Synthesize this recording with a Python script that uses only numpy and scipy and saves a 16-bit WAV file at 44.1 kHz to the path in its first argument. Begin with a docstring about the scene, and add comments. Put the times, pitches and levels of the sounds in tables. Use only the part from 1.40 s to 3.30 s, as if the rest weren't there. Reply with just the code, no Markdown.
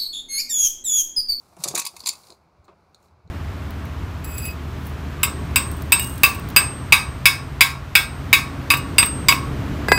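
"""A loose blade clatters in its plastic handle as a snap-off utility knife is dragged off a plywood bench,
outdoors and close to the microphone. The slider clicks out over its detents, a sleeve rustles, and the
blade ticks lightly against a tape measure. Hands bump the bench and a foam board.
Nearby surfaces give a short echo; faint outdoor air lies behind it all."""
import sys
import numpy as np
from scipy import signal
from scipy.fft import rfft, irfft
from scipy.io import wavfile
from scipy.ndimage import uniform_filter1d

SR = 44100
rng = np.random.default_rng(int(sys.argv[2]) if len(sys.argv) > 2 else 0)


def generate_wav(sig):
    """Save sig (samples, or channels by samples) to the path in sys.argv[1] as 16-bit PCM at SR."""
    pcm = np.round(np.clip(np.atleast_2d(sig).T, -1, 1) * 32767).astype(np.int16)
    wavfile.write(sys.argv[1], SR, pcm)


N = 83790

# Each sound's spectrum at the microphone. 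Each row: frequency in Hz, relative level in dB.
AIR_SPECTRUM = [(50, -4.5), (80, 6.5), (125, -2), (180, 0.5), (260, -7.5), (355, -3.5), (470, -7),
                (750, -4), (1100, -6), (1450, -11), (1800, -23), (2300, -16.5), (3150, -30), (4300, -22.5),
                (6500, -33), (10000, -48), (15500, -45.5)]
RUSTLE_SPECTRUM = [(200, -6), (1100, 6.5), (1800, -12.5), (2400, -6), (3100, -12.5), (4200, -0.5),
                   (6000, -3.5), (10000, -5.5), (15500, -11)]
ECHO_SPECTRUM = [(100, -10), (1000, 0.5), (4000, 2.5), (9000, 0.5), (15000, -6.5)]
BENCH_SPECTRUM = [(200, -9.5), (260, -14.5), (355, 3.5), (450, -3), (640, 1.5), (900, -4.5), (1130, -2),
                  (1450, -14), (1850, -22.5), (2400, -19.5), (3200, -28.5), (8000, -45), (15000, -70)]
TIP_SPECTRUM = [(400, -2), (1100, -10.5), (2000, -23), (3200, -24), (4050, 4), (5000, -15.5), (7000, -7),
                (9000, -20.5), (11000, -28.5), (13500, -25.5), (15500, -23.5)]
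SLIDER_SPECTRUM = [(150, -30.5), (650, -36), (1020, -8), (1350, -30), (1800, -28), (2250, -8.5),
                   (3100, -16.5), (3700, -4), (4700, 2.5), (5700, -7), (7200, 0.5), (8100, -5),
                   (9500, -0.5), (12500, -9.5), (15500, -15)]
CLATTER_SPECTRUM = [(150, -19), (600, -21.5), (1080, -8), (1400, -13), (1850, -12.5), (2500, -2),
                    (3050, -14.5), (3650, 2.5), (4700, 1.5), (5400, -2.5), (6200, 4), (7500, 3.5),
                    (8400, -1.5), (9500, 2.5), (12500, -7.5), (15500, -14.5)]
# Rubbing of hand and sleeve, and of the handle on wood. Each row: time in seconds, level in dB.
RUSTLE_LEVELS = [(0, -62.5), (.12, -64), (.17, -66.5), (.205, -47), (.235, -46), (.33, -47.5), (.5, -55.5),
                 (.62, -53), (.78, -53.5), (.91, -58.5), (.98, -75), (1.1, -85), (1.57, -79), (1.65, -67.5),
                 (1.73, -83.5), (1.9, -86)]
DRAG_LEVELS = [(.15, -88), (.19, -67.5), (.23, -65), (.26, -34.5), (.295, -45.5), (.33, -49), (.37, -46.5),
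               (.41, -52)]
# Bumps of hands and legs. Each row: start in seconds, level in dB, length in seconds, pitch in Hz.
BODY_BUMPS = [(.17, -49, 0.068, 148), (.225, -49, 0.13, 157.4), (.17, -60.5, .26, 82.6),
              (.56, -61, 0.079, 83.8), (1.178, -55.5, 0.048, 79.8), (1.685, -57, 0.091, 85),
              (1.76, -60.5, 0.061, 100.2), (1.825, -52, 0.077, 85), (1.845, -54, 0.042, 164.5)]
# Knocks on the bench. Each row: start in seconds, level in dB, contact in seconds, tilt in dB per octave.
BENCH_KNOCKS = [(0.127, -55, .003, 2), (0.167, -46.5, 0.0071, 0), (.238, -47, .01, 5),
                (.255, -40, .008, -10), (0.27, -45, 0.0068, -1), (.307, -44, .008, -7),
                (0.3384, -33.5, 0.0081, -4), (.362, -44.5, .006, 1), (0.539, -52.5, .002, 4),
                (.896, -53.5, 0.033, -3), (1.281, -49, 0.013, 2.5), (1.312, -57.5, 0.016, 1.5)]
# The blade tip meeting the tape. 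Each row: start in seconds, level in dB, chatter in seconds,
# body in dB, tilt in dB per octave.
TIP_TOUCHES = [(1.244, -65, .012, -2.5, 7), (1.28, -50.5, 0.0016, 12.5, -3), (1.546, -45.5, .0015, 0.5, 0),
               (1.627, -61.5, .002, -5, 6.5), (1.657, -56, 0.004, 8.5, -4.5), (1.683, -63, .002, -6.5, -4),
               (1.875, -57, .002, -7, -6)]
# The slider passing its detents, and the loose blade hitting the handle. Each row: start in seconds,
# level in dB, chatter in seconds, handle body in dB, tilt in dB per octave, ring in dB, resonance in Hz.
SLIDER_CLICKS = [(.441, -43, .006, -11, -11, -10, 2300), (.447, -40.5, 0.0033, 0.5, -8.5, -11.5, 4800),
                 (.451, -26, 0.0039, 18, 5, -21, 6100), (.4645, -25, 0.0024, 12.5, 0, -19, 4960),
                 (.469, -26, 0.005, 1, 3, -23, 4940), (.565, -38, 0.0057, 19.5, 1, -21, 6530),
                 (.594, -45, .003, -8.5, 0, -25, 4200), (.603, -35, 0.0025, -3.5, -4.5, -21.5, 4460),
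                 (.637, -41, 0.0057, -10, -11.5, -21.5, 5060), (.656, -39.5, 0.0023, -7, -5, -22, 9200),
                 (.660, -20, 0.0014, -11.5, -6.5, -23.5, 4050), (.669, -21, 0.0092, 10, 0.5, -26.5, 7300),
                 (.686, -23.5, 0.0045, 4.5, -0.5, -26, 7150), (.6895, -17.5, 0.003, 5, 0.5, -26, 4500),
                 (.6995, -31, 0.00054, 0, -7.5, -20, 4400), (.729, -40.5, 0.0087, 18.5, 1, -19, 8600),
                 (.753, -44, .003, -11, -10, -5.5, 4520), (.834, -54, 0.007, -3, -9, -19, 3970),
                 (.8695, -48, 0.003, -5.5, -4.5, -23, 4410), (.884, -51.5, 0.0025, -6.5, -8, -19.5, 4350),
                 (.9035, -39, 0.00059, -19, -12.5, -20, 4110), (.9225, -44.5, .001, -16.5, -14, -18, 4200)]
CLATTER_CLICKS = [(.1665, -51.5, 0.00089, 8, 3, -26.5, 10400), (.2375, -18, 0.0053, -8.5, -1.5, -21, 7750),
                  (.2765, -29, 0.0055, -12, -1, -15, 7200), (.2845, -19.5, 0.00093, -10, 0, -13, 4530),
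                  (.309, -40.5, 0.0065, -7, -7, -34, 9500), (.348, -26.5, .002, -3, 2, -16.5, 6700),
                  (.3518, -18.5, 0.0033, -8, 0.5, -20.5, 6930), (.359, -27.5, .003, 7, -2, -14, 7500),
                  (.3638, -24.5, .001, 5.5, -5, -20.5, 6900),
                  (.3755, -22.5, 0.0043, 13.5, -0.5, -14.5, 9500),
                  (.381, -22, 0.0035, 10.5, 9.5, -11, 9400), (.3925, -23.5, 0.0026, 3.5, -3, -20.5, 6100),
                  (.3968, -19, .002, 5, 4.5, -15, 6040), (.417, -31, .004, 7, -1, -8, 2480)]
# Modes of plywood top, plastic handle and steel blade. Each row: frequency in Hz, relative level in dB,
# seconds to fall 60 dB.
BENCH_MODES = [(185, -6, 0.2), (346.7, 2, .17), (515, -5.5, .15), (640, -3, 0.086), (729, -2, .2),
               (940, -7.5, .15), (1120, -7.5, 0.1398)]
HANDLE_MODES = [(952, -5, 0.079), (1117, -1.5, 0.12), (2340, -4, .07), (2540, -2, .09), (2578, -5.5, .1)]
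BLADE_MODES = [(3510, -6, .1), (4650, -6.5, 0.26), (4750, -6, 0.2), (6440, -0.5, .12), (6200, -4, .12),
               (6750, -6, .12), (6500, -5, .12), (7070, -2, 0.15), (6600, -6.5, .13), (7525, -3.5, .1),
               (7400, -5.5, .1), (9297, -3, .13)]


def undb(db):
    """Decibels to gain."""
    return 10 ** (np.asarray(db) / 20)


def unit(x):
    """Scale to rms 1."""
    return x / np.sqrt(np.mean(x ** 2))


def add(out, start, x):
    """Mix x into out from a start in seconds."""
    i = max(int(start * SR), 0)
    out[i:i + len(x)] += x[:max(N - i, 0)]


def fader(levels):
    """Gain over time through points of seconds and dB."""
    return undb(np.interp(np.arange(N) / SR, *np.array(levels).T))


def colour(x, spectrum, body_db=0, tilt_db=0, peak_hz=None, size=4096):
    """Filter at unit power through a spectrum, with low cut, body shelf, tilt and optional resonance."""
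    hz = np.maximum(np.fft.rfftfreq(size, 1 / SR), 10)
    point_hz, point_db = np.array(spectrum).T
    outline = np.interp(np.log(hz), np.log(point_hz), point_db)
    low_cut = 12.5 * np.minimum(np.log2(hz / point_hz[0]), 0)  # 12.5 dB per octave
    peak = 6.5 / (1 + ((hz - peak_hz) / 240) ** 2) if peak_hz else 0
    shelf = body_db / (1 + (hz / 3000) ** 4)
    tilt = tilt_db * np.log2(np.maximum(hz, 400))
    gain = unit(undb(outline + low_cut + peak + shelf + tilt))
    cepstrum = irfft(np.log(gain))
    cepstrum[1:size // 2] *= 2  # minimum phase: nothing sounds before the blow
    cepstrum[size // 2 + 1:] = 0
    impulse = irfft(np.exp(rfft(cepstrum)))
    return signal.fftconvolve(x, impulse)[:len(x)]


def contact(hold, t60, rough_db, size=12000):
    """A burst of tiny uneven impacts that holds briefly and dies away."""
    t = np.arange(size) / SR
    envelope = undb(-60 * np.maximum(t - hold, 0) / t60)
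    noise = rng.standard_normal(size)
    roughness = np.repeat(rng.standard_normal(size), SR // 2000)[:size]  # half-millisecond steps
    burst = envelope * noise * undb(rough_db * roughness)
    return unit(burst) * np.sqrt(np.mean(envelope ** 2))


def ring(modes, detune=0.001, size=12000):
    """Decaying modes; each blow lands elsewhere and shifts them slightly."""
    t = np.arange(size) / SR
    hz, db, t60 = np.array(modes).T[:, :, None]
    shift, polarity = rng.standard_normal((2, len(hz), 1))
    waves = np.sin(2 * np.pi * hz * (1 + detune * shift) * t) * np.sign(polarity)
    decay = undb(-60 * t / t60)
    return (undb(db) * waves * decay).sum(axis=0) / np.sqrt(np.sum(undb(db) ** 2))


def outdoor_air(level_db):
    """The open air behind the bench: a faint, steady, low wash of noise."""
    return undb(level_db) * unit(colour(rng.standard_normal(N), AIR_SPECTRUM))


def nearby_echo(x, level_db, delay_s=0.004, rise_s=0.002, t60=0.13):
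    """Short diffuse reflections reaching the microphone from the bench and things nearby."""
    t = np.maximum(np.arange(SR // 2) / SR - delay_s, 0)
    envelope = (1 - np.exp(-t / rise_s)) * undb(-60 * t / t60)
    tail = colour(rng.standard_normal(len(t)) * envelope, ECHO_SPECTRUM)
    tail /= np.sqrt(np.sum(tail ** 2))
    return undb(level_db) * signal.fftconvolve(x, tail)[:N]


def sleeve_rustle(rough_db):
    """Fine, slightly grainy friction of skin and cloth."""
    grain = unit(uniform_filter1d(rng.standard_normal(N), size=150))
    friction = undb(rough_db * grain) * rng.standard_normal(N)
    return unit(colour(friction, RUSTLE_SPECTRUM)) * fader(RUSTLE_LEVELS)


def body_bumps(band_ratio):
    """Soft thuds of hands and legs: each a narrow band of rumble that swells and fades."""
    out = np.zeros(N)
    for start, db, length, hz in BODY_BUMPS:
        band = signal.butter(2, [hz / band_ratio, hz * band_ratio], "band", fs=SR, output="sos")
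        n = int(length * SR)
        rumble = signal.sosfilt(band, rng.standard_normal(N))[-n:]
        add(out, start, undb(db) * unit(rumble * np.hanning(n)))
    return out


def bench_knocks(t60, rough_db, ring_db=-0.5):
    """Dull blows set the plywood top ringing."""
    out = np.zeros(N)
    for start, db, hold, tilt_db in BENCH_KNOCKS:
        blow = colour(contact(hold, t60, rough_db), BENCH_SPECTRUM, tilt_db=tilt_db)
        add(out, start, undb(db) * (blow + undb(ring_db) * ring(BENCH_MODES)))
    return out


def handle_drag(catches_per_s, scatter_db):
    """The sliding handle catches at random on the grain of the plywood."""
    t = np.arange(N) / SR
    catches = (rng.random(N) < catches_per_s / SR) * rng.choice([-1, 1], N)
    strength = undb(scatter_db * rng.standard_normal(N))
    sliding = (t > DRAG_LEVELS[0][0]) & (t < DRAG_LEVELS[-1][0])
    return unit(colour(catches * strength, BENCH_SPECTRUM)) * fader(DRAG_LEVELS) * sliding


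def tip_ticks(t60, rough_db):
    """Little ticks and scrapes of the blade tip on the tape measure."""
    out = np.zeros(N)
    for start, db, hold, body_db, tilt_db in TIP_TOUCHES:
        tick = colour(contact(hold, t60, rough_db), TIP_SPECTRUM, body_db, tilt_db)
        add(out, start, undb(db) * tick)
    return out


def knife_clicks(clicks, spectrum, t60, rough_db, handle_db=-7.5):
    """Steel chatters against plastic, then blade and handle ring on."""
    out = np.zeros(N)
    for start, db, hold, body_db, tilt_db, ring_db, peak_hz in clicks:
        crack = colour(contact(hold, t60, rough_db), spectrum, body_db, tilt_db, peak_hz)
        ringing = ring(BLADE_MODES) + undb(handle_db + body_db) * ring(HANDLE_MODES)
        add(out, start, undb(db) * (crack + undb(ring_db) * ringing))
    return out


def scene():
    """One microphone at the bench: knife and wood up close with their echo, over handling and air."""
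    clatter = knife_clicks(CLATTER_CLICKS, CLATTER_SPECTRUM, t60=0.03, rough_db=-1.7)
    slider = knife_clicks(SLIDER_CLICKS, SLIDER_SPECTRUM, t60=0.02, rough_db=1.1)
    ticks = tip_ticks(t60=0.016, rough_db=3)
    knocks = bench_knocks(t60=0.06, rough_db=1.0)
    drag = handle_drag(catches_per_s=1100, scatter_db=1.5)
    close = clatter + slider + ticks + knocks + drag
    air = outdoor_air(level_db=-60.5)
    echo = nearby_echo(close, level_db=-13)
    handling = body_bumps(band_ratio=1.2) + sleeve_rustle(rough_db=1.5)
    return (air + echo + handling + close)[None]


def record(dry, top_hz=15600):
    """The recorder cuts the highest treble steeply."""
    low_pass = signal.ellip(10, 0.2, 75, top_hz, fs=SR, output="sos")
    return signal.sosfilt(low_pass, dry)


dry = scene()
out = record(dry)
generate_wav(out)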